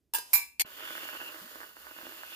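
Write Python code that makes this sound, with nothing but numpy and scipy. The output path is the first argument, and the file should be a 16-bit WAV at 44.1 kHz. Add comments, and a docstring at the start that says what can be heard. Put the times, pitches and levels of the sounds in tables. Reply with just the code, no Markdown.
"""An aerosol can pipes whipped cream into a glass: gas hisses, rasps and whistles in the nozzle, foam cells
burst in a sputter, gas pockets pop at the tip or ring low in the cream. The air in the glass rings along.
Before the spray, a metal spoon taps twice and clinks on a glass jug in a small room; a short clatter follows
and cuts off abruptly. The valve thumps low as it is pressed, just before the spray. Faint room rumble
throughout."""
import sys
import numpy as np
from scipy import signal
from scipy.fft import rfft, irfft
from scipy.io import wavfile

SR = 44100
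rng = np.random.default_rng(int(sys.argv[2]) if len(sys.argv) > 2 else 0)


def log_audio(samples):
    """Write samples as a 16-bit WAV file to the path given in sys.argv[1]."""
    # one column per channel
    frames = np.atleast_2d(samples).T
    # limit to full scale, then quantise
    limited = np.clip(frames, -1, 1)
    pcm = np.round(limited * 32767).astype(np.int16)
    wavfile.write(sys.argv[1], SR, pcm)


N = 103635
TIME_S = np.arange(N) / SR
FFT_SIZE = 2 ** 17
FREQS_HZ = np.arange(FFT_SIZE // 2 + 1) * SR / FFT_SIZE
CUTOFF_HZ = 15500

# spray envelopes: (time [s], sputter [dB], whistle [dB], rasp [dB], hiss [dB])
SPRAY_LEVELS = [(0.66, -56.5, -60, -66, -59), (0.762, -59, -65, -56, -54.5), (0.824, -50, -53, -53, -52),
                (0.918, -50.5, -57.5, -50.5, -50), (1.03, -51.5, -49.5, -55, -49),
                (1.078, -53.5, -51.5, -55.5, -50.5), (1.266, -51.5, -49.5, -61.5, -52),
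                (1.408, -55.5, -67, -62.5, -53.5), (1.46, -56.5, -67, -61.5, -53.5),
                (1.642, -57.5, -62.5, -65, -55.5), (1.752, -66.5, -70, -76, -62),
                (1.798, -60, -65, -70, -56.5), (1.89, -57.5, -66, -63, -56.5), (1.93, -60, -61, -66, -55.5),
                (2.076, -55.5, -56.5, -57.5, -53.5), (2.104, -55.5, -61, -60.5, -52.5),
                (2.278, -57.5, -59, -60.5, -54.5), (2.33, -58.5, -53, -55, -52)]
# nozzle whistle, wandering with the flow: (time [s], frequency [Hz])
WHISTLE_TRACK = [(.8, 2855), (.93, 2990), (1.0, 2857), (1.3, 2815), (1.4, 2950), (1.94, 2766), (2.07, 2810),
                 (2.2, 2795), (2.33, 2724)]
# gas pockets leaving the tip: (time [s], bass [dB], middle [dB], top [dB])
POP_EVENTS = [(.806, -45, -29, -39), (.82, -52, -47, -40), (.836, -41, -33, -37), (0.855, -42, -47, -31),
              (.876, -54, -38, -28), (0.906, -22.5, -34, -31), (.953, -25, -31, -27),
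              (0.979, -36, -35, -27.5), (1.033, -28, -35, -25.5), (1.054, -27, -32, -30),
              (1.0891, -36, -29.5, -24.5), (1.130, -28, -31, -39), (1.152, -30, -27.5, -36),
              (1.203, -31, -28, -35), (1.215, -21.5, -28, -30), (1.229, -27, -37, -37),
              (1.345, -26.5, -41, -31), (1.358, -33, -45, -39), (1.557, -24, -31, -42),
              (1.604, -29.5, -35.5, -32.5), (1.6147, -31.5, -29.5, -46), (1.632, -32.5, -35, -31),
              (1.768, -32, -34.5, -38.5), (1.8683, -33, -30, -40), (1.912, -27.5, -33.5, -41),
              (1.964, -29, -37, -46), (1.9873, -27, -30, -37), (2.013, -33, -35, -35),
              (2.030, -26, -40, -55), (2.053, -25.5, -38, -43), (2.068, -22.5, -30, -39),
              (2.093, -39, -36, -54), (2.122, -29, -35, -34), (2.234, -36, -27.5, -32),
              (2.278, -46, -44, -42), (2.321, -56, -33, -45)]
# low rings: the valve's thump as it is pressed, then large gas pockets: (time [s], frequency [Hz], level [dB],
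# t60 [s])
GULP_EVENTS = [(0.646, 114, -61, 0.046), (0.649, 234, -47.5, 0.026), (1.417, 192, -53, 0.14),
               (1.444, 244, -54.5, 0.19), (1.986, 326.6, -54, 0.077), (2.031, 247, -51, 0.095),
               (2.068, 259, -53.5, 0.18), (2.091, 352, -51, 0.093)]
# spray spectra: (frequency [Hz], left [dB], right [dB])
FOAM_SPECTRUM = [(40, -38, -60), (90, -21, -41), (183, -17.5, -23.5), (282, -9.5, -9), (610, -10.5, -5.5),
                 (740, -15, -8.5), (1080, -7, 0.5), (1550, -8.5, 0), (1770, -3.5, 1), (1960, -5.5, -1.5),
                 (2400, -13, -7)]
RASP_SPECTRUM = [(2060, 3.5, -5), (2240, -0.5, 1.5), (2850, 2, 3.5), (3610, 3, 4.5), (4020, -35, -25.5),
                 (4400, -12, -9), (5840, -12.5, -19), (8650, -34, -31.5)]
HISS_SPECTRUM = [(4380, -3, -4), (5900, -16, -13.5), (6970, -13, -8), (7900, -14, -17.5),
                 (10100, -11, -16.5), (11800, -8.5, -6), (12700, -6.5, -5.5), (13600, -18, -5),
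                 (15300, -12.5, -2)]
POP_SPECTRUM = [(80, -31, -21), (183, -18.5, -15.5), (268, -5.5, -4.5), (636, -5, -1), (1110, -10.5, 5.5),
                (1650, 3.5, 10), (2300, -5, -5), (2750, -19, -18), (3500, -18, -18), (8000, -44, -32)]
# air modes of the drinking glass: (frequency [Hz], width [Hz], gain [dB])
GLASS_AIR_MODES = [(326, 19, 1.5), (486, 21, -11.5), (618, 22, -1.5), (1188, 18, -10.5), (1457, 21, -12),
                   (1485.5, 22, 5.5), (1705, 44, -5.5)]

# contacts on glass: (time [s], ring [dB], crack [dB])
TAP_HITS = [(0.1370, -30.5, -24.5), (0.1465, -28.5, -27), (0.1508, -26, -30), (0.1850, -41, -28)]
CLINK_HITS = [(0.3328, -23.5, -19.5), (0.3357, -22, -18.5), (0.3387, -30.5, -33), (0.3460, -31, -28),
              (0.3535, -24.5, -17)]
KNOCK_HITS = [(0.5968, -29, -21.5), (0.6070, -23, -25.5), (0.6155, -29, -24)]
# ringing modes: (frequency [Hz], level [dB], t60 [s], left minus right [dB])
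TAP_RING = [(910, -7.5, 0.099, -15), (948, -17.5, 0.23, -15), (1610, -15.5, 0.25, -3),
            (1683, -10.5, 0.15, -1), (2670, -20, 0.36, -3), (2795, -8, 0.031, 7), (3460, -20.5, .18, 2),
            (4950, -17.5, 0.37, -5.5), (5760, -27, 0.14, 6), (7560, -11, 0.072, -15.5),
            (9090, -3, 0.09, -1), (12240, -7, 0.062, 5), (12100, 2.5, 0.062, -5), (13900, -5, 0.077, -7),
            (15030, -8, 0.085, -11)]
CLINK_RING = [(930, -27, 0.32, -8), (2270, -26, 0.13, 0), (2313, -13.5, 0.29, 16), (2397, -8, 0.22, -2.5),
              (2400, -32.5, 0.8, 3), (2670, -25, 0.42, 1), (3450, -31, 0.29, -6), (4120, -24.5, 0.26, 9),
              (4954, -23, 0.28, 2), (6805, -18, 0.2, -13), (7622, -21, 0.14, -6), (9400, -2, 0.079, 2),
              (11200, -10, 0.065, 2), (11520, -1, 0.11, -6), (12210, -10, 0.068, -8),
              (12350, -2.5, 0.16, -5), (12330, 4.5, 0.1, -9.5), (13900, -5, 0.17, -2),
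              (14414, -14, .16, -1), (15194, -3.5, 0.087, -3)]
KNOCK_RING = [(950, -20, 0.07, -3), (2174, -10, 0.1, 0), (2280, -21, 0.19, 21), (2320, -10.5, 0.22, -3),
              (3360, -23, 0.19, -8), (4200, -12.5, 0.24, -7.5), (4740, -16, 0.2, 3), (8900, -2.5, 0.05, 8),
              (12100, -16.5, 0.055, 2), (13718, -14, .08, 0)]
# crack and tail spectra: (frequency [Hz], left [dB], right [dB])
TAP_SPECTRUM = [(199, -15.5, -20), (640, -8, -7.5), (936, -6, -2.5), (1240, -11.5, -13), (2100, -16.5, -13),
                (2860, -12.5, -5.5), (4270, -10.5, -12.5), (5470, -5.5, -12.5), (7150, -18, -7),
                (8500, -4.5, -16), (9600, -14, -11), (11700, -3.5, -3), (12900, -16, -25), (14000, -17, -7),
                (15300, -9, -14)]
CLINK_SPECTRUM = [(198, -29, -24.5), (594, -27.5, -18.5), (850, -7.5, -13), (1390, -23.5, -14.5),
                  (1990, -19, -12.5), (2350, -11.5, 2.5), (2650, -19, -18), (3340, -26.5, -30),
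                  (4180, -8, -6.5), (4460, -21.5, -24), (5100, -10.5, -6), (6060, -20, -18),
                  (7140, -15, -10), (10000, -14, -16), (11360, -12, -10.5), (12500, -13, -10),
                  (13200, -22, -12.5), (14200, -22, -26), (15300, -8.5, -7.5)]
KNOCK_SPECTRUM = [(200, -19.5, -27), (670, -21, -14.5), (890, -4, -6), (1130, -24, -28), (2240, 5.5, -8.5),
                  (3340, -4, -2), (3930, -9.5, -20), (4600, 7, -8), (5100, -8.5, -5), (7140, -3.5, 1),
                  (9030, 2, -25), (9730, -14, -13), (12100, 5, 5.5), (13300, -7, -6), (14500, -6, 1),
                  (15500, -13, -8)]
# spoon sliding on the rim: (time [s], level [dB])
SLIDE_LEVELS = [(0.20, -73), (0.25, -58), (0.30, -54.5), (0.335, -50), (0.36, -84)]

# nozzle sound, left ahead of right: (frequency [Hz], phase [rad])
LEFT_LEAD = [(100, 0), (700, -.3), (1000, 1.7), (1400, 2.1), (3500, 2.2), (5000, 0)]
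# nozzle sound, part common to both channels: (frequency [Hz], power share [0..1])
DIRECT_SHARE = [(60, 1), (300, 0.86), (600, 0.98), (900, 0.29), (1600, 0.8), (2200, 0.29), (2900, 0.79),
                (4000, 0.16), (7000, 0.072), (15000, .2)]
# room rumble: (frequency [Hz], left [dB], right [dB])
ROOM_SPECTRUM = [(20.1, -15, -23), (39, -21, -11), (59.3, 4, 6), (88, -15, -7.5), (257, -10, -8),
                 (500, -23, -18.5), (1000, -37, -31), (15000, -35, -37)]


def spray(foam_start_s=0.644, gas_start_s=0.654, open_s=0.0068, crossover_hz=1950):
    """Foam and gas leave the nozzle; each layer's level wavers."""
    sputter_db, whistle_db, rasp_db, hiss_db = in_time(SPRAY_LEVELS)
    sputter = foam_sputter(crossover_hz) * from_db(4 + sputter_db + drift(30))
    rasp = nozzle_rasp(crossover_hz) * from_db(4.5 + rasp_db + 0.79 * drift(40))
    balance_db = np.array([[-1.2], [1.2]])
    whistle = nozzle_whistle() * from_db(4 + whistle_db + 1.15 * drift(15) + balance_db)
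    hiss = gas_hiss() * from_db(7 + hiss_db + 0.7 * drift(40))
    return (sputter + rasp + whistle) * ramp(foam_start_s, open_s) + hiss * ramp(gas_start_s, open_s)


def foam_sputter(below_hz):
    """Bursting foam cells excite the air in the glass."""
    direct = grains(per_s=600, spread_db=2)
    diffuse = np.array([grains(per_s=2500, spread_db=2.5) for _ in range(2)])
    bursts = glass_air(stereo(direct, diffuse))
    return unit_rms(cut(colour(bursts, FOAM_SPECTRUM), below_hz, "low"))


def nozzle_rasp(above_hz):
    """Foam in the nozzle: dense clicks plus diffuse noise."""
    crackle = stereo(grains(per_s=11000, spread_db=3), rng.standard_normal((2, N)))
    return unit_rms(cut(colour(crackle, RASP_SPECTRUM), above_hz, "high"))


def nozzle_whistle(width_hz=330):
    """Narrow band of turbulence around a wandering pitch."""
    carrier = np.exp(2j * np.pi * np.cumsum(in_time(WHISTLE_TRACK)[0]) / SR)
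    noise = rng.standard_normal((3, N)) + 1j * rng.standard_normal((3, N))
    turbulence = cut(noise, width_hz / 2, "low", order=2)
    tone = (turbulence * carrier).real
    return unit_rms(stereo(tone[0], tone[1:]))


def gas_hiss(above_hz=4530):
    """Escaping gas: treble fizz, independent per channel."""
    fizz = np.array([grains(per_s=14000, spread_db=3.5) for _ in range(2)])
    return unit_rms(cut(colour(fizz, HISS_SPECTRUM), above_hz, "high"))


def pops(gain_db=10.5, lower_hz=600, upper_hz=1400, room_db=-6, room_t60_s=0.11):
    """One dull pulse per gas pocket; glass and room ring briefly."""
    impulses = np.zeros((3, N))
    for start_s, *levels_db in POP_EVENTS:
        impulses[:, int(start_s * SR)] += from_db(gain_db + np.array(levels_db))
    bass, middle, top = impulses
    body = cut(bass, lower_hz, "low", order=3) - cut(middle, lower_hz, "high", order=3)
    pulses = cut(body, upper_hz, "low", order=3) + cut(top, upper_hz, "high", order=3)
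    room_response = rng.standard_normal((3, N)) * decay(0, room_t60_s)
    room_response /= np.sqrt(np.sum(room_response[0] ** 2))
    echo = signal.fftconvolve(pulses[None], room_response, axes=1)[:, :N]
    in_room = stereo(pulses) + from_db(room_db) * stereo(echo[0], echo[1:])
    return colour(glass_air(in_room), POP_SPECTRUM)


def gulps():
    """The valve thumps low as it is pressed; later, large gas pockets ring low in the cream."""
    return sum(from_db(db) * decay(start_s, t60_s) * np.sin(2 * np.pi * hz * (TIME_S - start_s))
               for start_s, hz, db, t60_s in GULP_EVENTS)


def glass_air(x):
    """Input plus the air resonances of the glass."""
    return x + sum(from_db(db) * resonance(x, hz, width_hz) for hz, width_hz, db in GLASS_AIR_MODES)


def spoon_on_jug():
    """Taps, a slide along the rim, a bright bouncing clink."""
    taps = strike(TAP_HITS, TAP_RING, TAP_SPECTRUM,
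                  ring_db=-0.5, crack_t60_s=0.0099, tail_db=-9, tail_t60_s=0.29)
    clink = strike(CLINK_HITS, CLINK_RING, CLINK_SPECTRUM,
                   ring_db=-0.5, crack_t60_s=0.015, tail_db=-5, tail_t60_s=0.29)
    gate = (TIME_S > TAP_HITS[0][0]) * (TIME_S < KNOCK_HITS[0][0])
    friction = colour(rng.standard_normal((2, N)), TAP_SPECTRUM)
    slide = from_db(in_time(SLIDE_LEVELS)[0]) * gate * friction
    return taps + clink + cut(slide, 200, "high")


def clatter(stop_s=0.6205, drop_db=14, drop_s=0.0026, fade_db_per_s=525):
    """Three quick knocks of glass; the sound cuts off abruptly."""
    knocks = strike(KNOCK_HITS, KNOCK_RING, KNOCK_SPECTRUM,
                    ring_db=0.5, crack_t60_s=0.074, tail_db=-7.5, tail_t60_s=0.07)
    cutoff_db = drop_db * ramp(stop_s, drop_s) + fade_db_per_s * np.maximum(TIME_S - stop_s, 0)
    return knocks * from_db(-cutoff_db)


def strike(hits, modes, spectrum, ring_db, crack_t60_s, tail_db, tail_t60_s, overtone_share=0.75):
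    """Blow on glass: a crack per contact, ringing modes, a tail of overtones and room noise."""
    times_s, ring_levels_db, crack_levels_db = np.transpose(hits)
    ring = cut(glass_ring(times_s, ring_levels_db, modes), 620, "high", order=2)
    noise = rng.standard_normal((2, N))
    low, high = cut(noise[0], 470, "low"), cut(noise, 640, "high")
    crack = (low + high) * hit_envelope(times_s, crack_levels_db, crack_t60_s)
    tail = low + np.sqrt(1 - overtone_share) * high + np.sqrt(overtone_share) * overtones()
    tail *= from_db(tail_db) * hit_envelope(times_s, ring_levels_db, tail_t60_s)
    return cut(colour(crack + tail, spectrum), 280, "high", order=2) + from_db(ring_db) * ring


def glass_ring(times_s, levels_db, modes, flutter_db=2.5, flutter_rad=0.55):
    """Decaying modes; the room makes each flutter in level and phase."""
    ring = 0
    for hz, db, t60_s, pan_db in modes:
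        phase_rad = rng.uniform(0, 2 * np.pi) + np.array([[0], [rng.choice([-1, 1]) * np.pi / 2]])
        flutter_hz = 24 * (hz / 1000) ** 0.4
        waver_db = flutter_db * np.array([drift(flutter_hz), drift(flutter_hz)])
        phase_rad = phase_rad + flutter_rad * drift(flutter_hz)
        gain = from_db(db + waver_db + pan_db * np.array([[0.5], [-0.5]]))
        tone = np.sin(2 * np.pi * hz * TIME_S + phase_rad)
        ring += gain * hit_envelope(times_s, levels_db, t60_s) * tone
    return ring


def overtones(count=120, lowest_hz=700):
    """Partials crowding toward the treble; random strength and phase per channel."""
    draws = rng.standard_normal((count, 4))
    position = (np.arange(count) + rng.random(count)) / count
    hz = lowest_hz + position ** 0.75 * (CUTOFF_HZ - lowest_hz)
    lines = np.zeros((2, len(FREQS_HZ)), complex)
    lines[:, np.searchsorted(FREQS_HZ, hz)] = (draws[:, :2] + 1j * draws[:, 2:]).T / hz ** 0.2
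    return unit_rms(irfft(lines)[:, :N])


def room_tone(gain_db=-77):
    """Faint rumble, nearly alike in both channels."""
    noise = rng.standard_normal(N) + rng.standard_normal((2, N)) / np.pi
    return from_db(gain_db) * colour(noise, ROOM_SPECTRUM)


def stereo(x, diffuse=None):
    """Nozzle sound arrives out of step left and right, mixed with any diffuse part."""
    spectrum = rfft(x, FFT_SIZE) * np.exp(1j * in_hz(LEFT_LEAD) * [[1], [0]])
    if diffuse is not None:
        share = in_hz(DIRECT_SHARE)
        spectrum = np.sqrt(share) * spectrum + np.sqrt(1 - share) * rfft(diffuse, FFT_SIZE)
    return irfft(spectrum)[:, :N]


def grains(per_s, spread_db):
    """Tiny cells bursting: random clicks of uneven size."""
    sizes = from_db(spread_db * np.minimum(rng.exponential(1, N), 4))
    signs = rng.choice([-1, 1], N)
    return unit_rms(sizes * signs * (rng.random(N) < per_s / SR))


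def drift(corner_hz):
    """Slow random curve, unit spread."""
    hop, warmup = 40, 2000
    pole = np.exp(-2 * np.pi * corner_hz * hop / SR)
    noise = rng.standard_normal(N // hop + warmup + 2)
    slow = signal.lfilter([1], [1, -2 * pole, pole ** 2], noise)[warmup:]
    return np.interp(np.arange(N) / hop, np.arange(len(slow)), unit_rms(slow))


def colour(x, rows):
    """Left and right spectra, common minimum phase; white noise keeps its level."""
    gain = unit_rms(from_db(in_hz(rows)))
    cepstrum = irfft(np.log(gain).mean(axis=0))
    phase_rad = 2 * rfft(cepstrum[:FFT_SIZE // 2], FFT_SIZE).imag
    return irfft(rfft(x, FFT_SIZE) * gain * np.exp(1j * phase_rad))[:, :N]


def resonance(x, hz, width_hz):
    """Band-pass, unit gain at centre."""
    radius = np.exp(-np.pi * width_hz / SR)
    feedback = [1, -2 * radius * np.cos(2 * np.pi * hz / SR), radius ** 2]
    return signal.lfilter(np.array([1, 0, -1]) * (1 - radius ** 2) / 2, feedback, x)


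def cut(x, hz, kind, order=4):
    """High- or low-pass."""
    return signal.sosfilt(signal.butter(order, hz, kind, fs=SR, output="sos"), x)


def hit_envelope(times_s, levels_db, t60_s):
    """Power sum of one decay per contact."""
    return np.sqrt(sum((from_db(db) * decay(s, t60_s)) ** 2 for s, db in zip(times_s, levels_db)))


def decay(start_s, t60_s):
    """Jump to 1, then exponential fall."""
    return (TIME_S >= start_s) * from_db(-60 * np.maximum(TIME_S - start_s, 0) / t60_s)


def ramp(start_s, rise_s):
    """Linear rise, 0 to 1."""
    return np.clip((TIME_S - start_s) / rise_s, 0, 1)


def in_time(rows):
    """Table columns per sample."""
    times_s, *columns = np.transpose(rows)
    return [np.interp(TIME_S, times_s, column) for column in columns]


def in_hz(rows):
    """Table columns per FFT bin."""
    hz, *columns = np.transpose(rows)
    return np.array([np.interp(np.log(FREQS_HZ + 1), np.log(hz), column) for column in columns])


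def from_db(db):
    return 10 ** (np.asarray(db) / 20)


def unit_rms(x):
    return x / np.sqrt(np.mean(x ** 2) + 1e-20)


def scene():
    """Sum of all sources."""
    return spoon_on_jug() + clatter() + spray() + pops() + gulps() + room_tone()


def record(dry):
    """Steep low-pass."""
    return signal.sosfilt(signal.ellip(12, 0.2, 80, CUTOFF_HZ, fs=SR, output="sos"), dry)


dry = scene()
out = record(dry)
log_audio(out)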